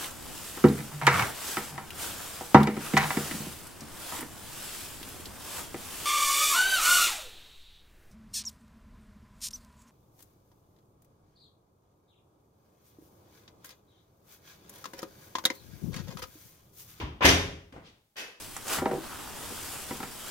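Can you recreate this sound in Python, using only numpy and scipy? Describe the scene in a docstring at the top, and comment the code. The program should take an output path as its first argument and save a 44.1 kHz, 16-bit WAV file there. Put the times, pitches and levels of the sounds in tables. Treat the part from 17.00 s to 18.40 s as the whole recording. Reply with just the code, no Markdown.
"""A heavy steel machine frame is let down on a basement workshop's concrete floor, two metres away.
It knocks, catches on an edge and slams flat: the body booms, the panels clash and the low room rings on.
A step and a shoe scuff follow, then a lighter clack of metal from further off.
The stereo microphone hears it all a little to the left, over faint room noise."""
import sys
import numpy as np
from scipy import signal
from scipy.fft import rfft, irfft
from scipy.io import wavfile

SR = 44100
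rng = np.random.default_rng(int(sys.argv[2]) if len(sys.argv) > 2 else 0)


def log_audio(samples):
    """Write samples as a 16-bit WAV file to the path given in sys.argv[1]."""
    # one column per channel
    frames = np.atleast_2d(samples).T
    # limit to full scale, then quantise
    limited = np.clip(frames, -1, 1)
    pcm = np.round(limited * 32767).astype(np.int16)
    wavfile.write(sys.argv[1], SR, pcm)


N = 61739

# reverberation of the basement: band_hz, t60_s
ROOM_DECAY = [(60, 0.73), (250, 0.64), (1000, 0.52), (3000, 0.49), (15000, 0.36)]
# stereo width at the microphone: frequency_hz, side_over_mid_db
STEREO_WIDTH = [(60, -25.5), (260, -13.5), (500, -6.5), (1000, -1)]


def undb(db):
    """Decibels to gain."""
    return 10 ** (np.asarray(db) / 20)


def level(x, db):
    """Scale to an rms level; levels set before this are only relative."""
    return x * undb(db) / np.sqrt(np.mean(x ** 2))


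def lookup(table, hz):
    """Read a table on a log-frequency axis."""
    freqs, values = np.array(table, float).T
    return np.interp(np.log(np.maximum(hz, 1)), np.log(freqs), values)


def fade(t60):
    """Exponential decay, 60 dB in t60 seconds."""
    return np.exp(-np.log(1000) * np.arange(N) / SR / max(t60, 1e-3))


def rise(seconds):
    """Build-up from silence to 1."""
    return 1 - np.exp(-np.arange(N) / SR / max(seconds, 1e-5))


def swell(middle_s, width_s):
    """A smooth rise and fall."""
    return np.exp(-.5 * ((np.arange(N) / SR - middle_s) / width_s) ** 2)


def place(x, start_s):
    """Shift a sound to its start; a negative time cuts off its beginning."""
    shift = int(start_s * SR)
    late, early = max(shift, 0), max(-shift, 0)
    padding = [(0, 0)] * (x.ndim - 1) + [(late, early)]
    return np.pad(x, padding)[..., early:early + N]


def through(x, response):
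    """Convolve with an impulse response, channel by channel."""
    return irfft(rfft(x, 2 ** 17) * rfft(response, 2 ** 17))[..., :N]


def colour(x, spectrum, scatter_db=0):
    """Causal filter with the given spectrum; scatter_db adds a metal part's crowded peaks and dips."""
    size, peak_spacing_hz = 8192, 45
    hz = np.fft.rfftfreq(size, 1 / SR)
    grid = np.arange(0, SR / 2, peak_spacing_hz)
    peaks = np.interp(hz, grid, rng.standard_normal(len(grid))) * np.minimum(hz / 1000, 1)
    cepstrum = irfft(np.log(undb(lookup(spectrum, hz) + scatter_db * peaks)))
    cepstrum[1:size // 2] *= 2  # fold to minimum phase
    cepstrum[size // 2 + 1:] = 0
    return through(x, irfft(np.exp(rfft(cepstrum))))


def soften(x, hz):
    """A softer contact leaves out the highs."""
    return signal.sosfilt(signal.butter(2, min(hz, SR / 2 - 1000), fs=SR, output="sos"), x + 1e-18)


def resonance(x, hz, relative_width=0.22):
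    """Band-pass around one resonance, gain 1 at its centre."""
    return signal.lfilter(*signal.iirpeak(hz, 1 / relative_width, fs=SR), x)


def ring(modes, rise_cycles=0):
    """Decaying sines that build up over some cycles; the high ones reach the two sides out of step."""
    t, out = np.arange(N) / SR, 0
    for hz, db, t60 in modes:
        skew = rng.uniform(1, 2) * np.pi / 6 * rng.choice([-1, 1]) * undb(lookup(STEREO_WIDTH, hz))
        tone = np.sin(2 * np.pi * hz * t + np.array([[skew], [-skew]]))
        out = out + undb(db) * rise(rise_cycles / hz) * fade(t60) * tone
    return out


def diffuse():
    """Stereo noise, alike in the bass and unrelated in the treble."""
    mid, side = rfft(rng.standard_normal((2, N)))
    width = undb(lookup(STEREO_WIDTH, np.fft.rfftfreq(N, 1 / SR)))
    return irfft((mid + np.array([[1], [-1]]) * width * side) / np.sqrt(1 + width ** 2), N)


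def room_bands():
    """Diffuse noise split into the bands of the room's decay."""
    spectrum, hz = rfft(diffuse()), np.fft.rfftfreq(N, 1 / SR)
    centres_hz = [band_hz for band_hz, _ in ROOM_DECAY]
    shares = [lookup(list(zip(centres_hz, one_band)), hz) for one_band in np.eye(len(centres_hz))]
    return np.array([irfft(spectrum * share, N) for share in shares])


def in_room(bands, shape, direct_db):
    """Noise with this envelope and the room's tail after it; each call of the result gives a fresh one."""
    direct_power = shape ** 2 / np.sum(shape ** 2)
    room_power = np.array([(fade(t60) * rise(seconds=0.0042)) ** 2 for _, t60 in ROOM_DECAY])
    room_power /= room_power.sum(axis=1).mean()
    tail_power = np.maximum(through(direct_power, room_power), 0)
    envelope = np.sqrt(undb(direct_db) ** 2 * direct_power + tail_power)
    return lambda: np.einsum("bcn,bn->cn", np.roll(bands, rng.integers(N), axis=-1), envelope)


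def striker(bands, t60_s, direct_db):
    """A strike excites countless short-lived modes that feed the room."""
    return in_room(bands, fade(t60_s) * rise(seconds=0.0024), direct_db)


def knocks(strike, rows):
    """One strike for each row that begins start_s, level_db, brightness_hz."""
    return sum(undb(db) * place(soften(strike(), hz), start_s) for start_s, db, hz, *_ in rows)


def panel_clash(bands):
    """Each blow on an edge of the frame sets the steel panels clashing and ringing with its own colour."""
    # blows on the edges: start_s, level_db, brightness_hz, resonance_hz, resonance_db
    blows = [(-0.012, -20.5, 4470, 2480, -7.5), (0.010, -26.5, 3526, 976, 15.5),
             (0.207, -12, 1897, 1020, 2.5), (0.215, -10.5, 1519, 1009, 13.5),
             (0.2214, -10, 3000, 2500, 1.5), (0.232, -7.5, 3360, 2560, -1.5), (0.2438, -5, 3465, 1780, 7.5),
             (0.2503, 1.5, 13790, 2140, -6), (0.2598, -8.5, 8000, 3020, -8.5),
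             (0.2853, -3.5, 11000, 5650, -2.5)]
    # ringing modes of the panels: pitch_hz, level_db, t60_s
    panel_modes = [(950, -6, 0.23), (1055, -6.5, 0.44), (1715, -3, 0.22), (2085, -2, 0.27),
                   (2080, -0.5, 0.25), (2280, -12, 0.28), (2990, -1, 0.33), (3260, -4.5, 0.21),
                   (4786, -1, 0.32), (5742, -5, 0.28), (6120, -3, 0.22)]
    # dense clash of the panels: frequency_hz, density_db
    clash_spectrum = [(60, -29.5), (200, -5.5), (500, -0.5), (1100, -3.5), (3200, -0.5), (4400, -6.5),
                      (6000, -5.5), (7800, -15), (13000, -15.5), (16000, -21)]
    strike = striker(bands, t60_s=0.09, direct_db=-0.5)
    steel = ring(panel_modes)
    clash = ringing = 0
    for start_s, db, brightness_hz, resonance_hz, resonance_db in blows:
        hit = soften(np.array([strike(), steel]), brightness_hz)
        hit = hit + undb(resonance_db) * resonance(hit, resonance_hz)
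        hit = undb(db) * place(hit, start_s)
        clash, ringing = clash + hit[0], ringing + hit[1]
    return level(colour(clash, clash_spectrum, scatter_db=1.7), -28) + level(ringing, -39.5)


def frame_landing(bands):
    """The frame's weight thumps the slab; the body booms freely when it slams flat."""
    # a bump, the slam, then rocking to rest: start_s, level_db, brightness_hz, body_share_db
    landings = [(-0.012, -9.5, 930, -14.5), (0.025, -5.5, 210, -27), (0.206, -20.5, 900, 2),
                (0.2431, 0.5, 1200, 5), (0.286, 2, 160, -19.5), (0.445, -11, 300, -28.5)]
    # low modes of the body: pitch_hz, level_db, t60_s
    body_modes = [(87, 4.5, .52), (120, -7, .7), (171.5, 1, .62), (269, 7, .42), (312, -1, .45),
                  (357, 5, .3), (411, -1, .66), (483, -8, .45), (542, -5, .68), (637, -6, .41),
                  (692, -5, .34)]
    # dull thump on the slab: frequency_hz, density_db
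    thump_spectrum = [(20, -24.5), (45, -6), (80, 3.5), (205, -8.5), (300, 0), (600, -14.5), (2000, -44)]
    thump = knocks(striker(bands, t60_s=0.04, direct_db=1.5), landings)
    body = ring(body_modes, rise_cycles=3)  # low modes take longer to build up
    body_blows = [(start_s, db + share_db, hz) for start_s, db, hz, share_db in landings]
    boom = knocks(lambda: body, body_blows)
    return level(colour(thump, thump_spectrum), -37) + level(boom, -34.5)


def grating_edge(bands):
    """Grit catches and slips under a steel edge sliding over the concrete."""
    # slides of the edge: middle_s, half_length_s, level_db
    slides = [(0.008, 0.02, -73), (0.233, 0.007, -59.5), (0.249, 0.003, -52.5)]
    # rasp of the grit: frequency_hz, density_db
    grit_spectrum = [(300, -18), (3000, 0.5), (6000, -1.5), (8000, -5.5), (12000, -4), (16000, -4)]
    catches_per_s, scatter_db = 350, 3
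    catch_index = (np.arange(N) / SR * catches_per_s).astype(int)
    catches = undb(scatter_db * rng.standard_normal(N))[catch_index]
    out = 0
    for middle_s, width_s, db in slides:
        rasp = in_room(bands, swell(middle_s, width_s) * catches, direct_db=1.5)()
        out = out + level(colour(rasp, grit_spectrum), db)
    return out


def footstep(bands):
    """Heel and sole come down on the concrete with short thuds."""
    # contacts of the shoe: start_s, level_db, brightness_hz, thud_hz, thud_db
    contacts = [(0.723, -0.5, 2512, 266, 4), (0.738, 3, 799, 560, -6.5), (0.7612, 4.5, 1391, 847, -10),
                (0.777, -2.5, 617, 299, 4.5), (0.779, -4.5, 400.5, 105, 9)]
    # tap of the shoe: frequency_hz, density_db
    shoe_spectrum = [(30, -5), (90, 0), (280, -2), (1100, -4.5), (4000, -7.5), (15000, 1)]
    taps = knocks(striker(bands, t60_s=0.036, direct_db=-4), contacts)
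    thuds, thud_t60_s = 0, 0.041
    for start_s, db, _, thud_hz, thud_db in contacts:
        thud = ring([(thud_hz, db + thud_db, thud_t60_s)], rise_cycles=1)
        thuds = thuds + place(thud, start_s)
    return level(colour(taps, shoe_spectrum), -60) + level(thuds, -65)


def shoe_scuff(bands):
    """A shoe brushes the concrete in a soft swell."""
    # friction of the sole: frequency_hz, density_db
    scuff_spectrum = [(150, -4), (1400, -9), (3400, -3), (6000, -12.5), (15000, -41)]
    scuff = in_room(bands, swell(middle_s=0.8695, width_s=0.022), direct_db=1)()
    return level(colour(scuff, scuff_spectrum), -69.5)


def far_clack(bands):
    """A light metal piece knocks further off, rings and rebounds, heard mostly through the room."""
    # contacts of the piece: start_s, level_db, brightness_hz
    contacts = [(1.157, -4.5, 2960), (1.165, 0, 11740), (1.180, 3, 11000), (1.283, -12.5, 2620)]
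    # clack of those contacts: frequency_hz, density_db
    clack_spectrum = [(150, -16), (450, -1.5), (1000, -5.5), (2500, 0), (4000, -5), (6000, -5), (8000, -15),
                      (16000, -9)]
    # ringing modes of the piece: pitch_hz, level_db, t60_s
    piece_modes = [(479, -7, .6), (1556, 0, .4), (1900, 0, .36), (2110, -1, .5), (2358, 1, .4),
                   (2584, 4, .48), (2875, -3, .5), (3101, -2, .36), (3467, -3, .42), (4651, -4, .3),
                   (5356, -7, .4)]
    hits = knocks(striker(bands, t60_s=0.066, direct_db=-7.5), contacts)
    clack = colour(hits, clack_spectrum, scatter_db=1.7)
    ringing = ring(piece_modes) * rise(seconds=0.019)  # builds up over the contacts
    return level(clack, -52) + level(place(ringing, start_s=1.165), -57.5)


def room_noise():
    """The basement's faint, steady rumble and hiss, left when the knocks die away."""
    # background of the room: frequency_hz, density_db
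    air_spectrum = [(18, -32), (40, -6), (99, -5), (200, -18), (550, -22), (800, -14), (1300, -24),
                    (15000, -21.5)]
    return level(colour(diffuse(), air_spectrum), -75)


def scene():
    """All sources share one room and reach the left of the microphone a little louder and sooner."""
    left_over_right_db, right_lag_s = 1.33, 0.00018
    bands = room_bands()
    frame = panel_clash(bands) + frame_landing(bands) + grating_edge(bands)
    left, right = frame + footstep(bands) + shoe_scuff(bands) + far_clack(bands)
    tilt = undb(left_over_right_db / 2)
    return np.array([left * tilt, place(right, right_lag_s) / tilt]) + room_noise()


def record(dry):
    """The recorder cuts the deepest bass and the top."""
    low_cut_hz, top_hz = 23, 16000
    dry = signal.sosfilt(signal.butter(3, low_cut_hz, "high", fs=SR, output="sos"), dry)
    return signal.sosfilt(signal.ellip(10, .2, 80, top_hz, fs=SR, output="sos"), dry)


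dry = scene()
out = record(dry)
log_audio(out)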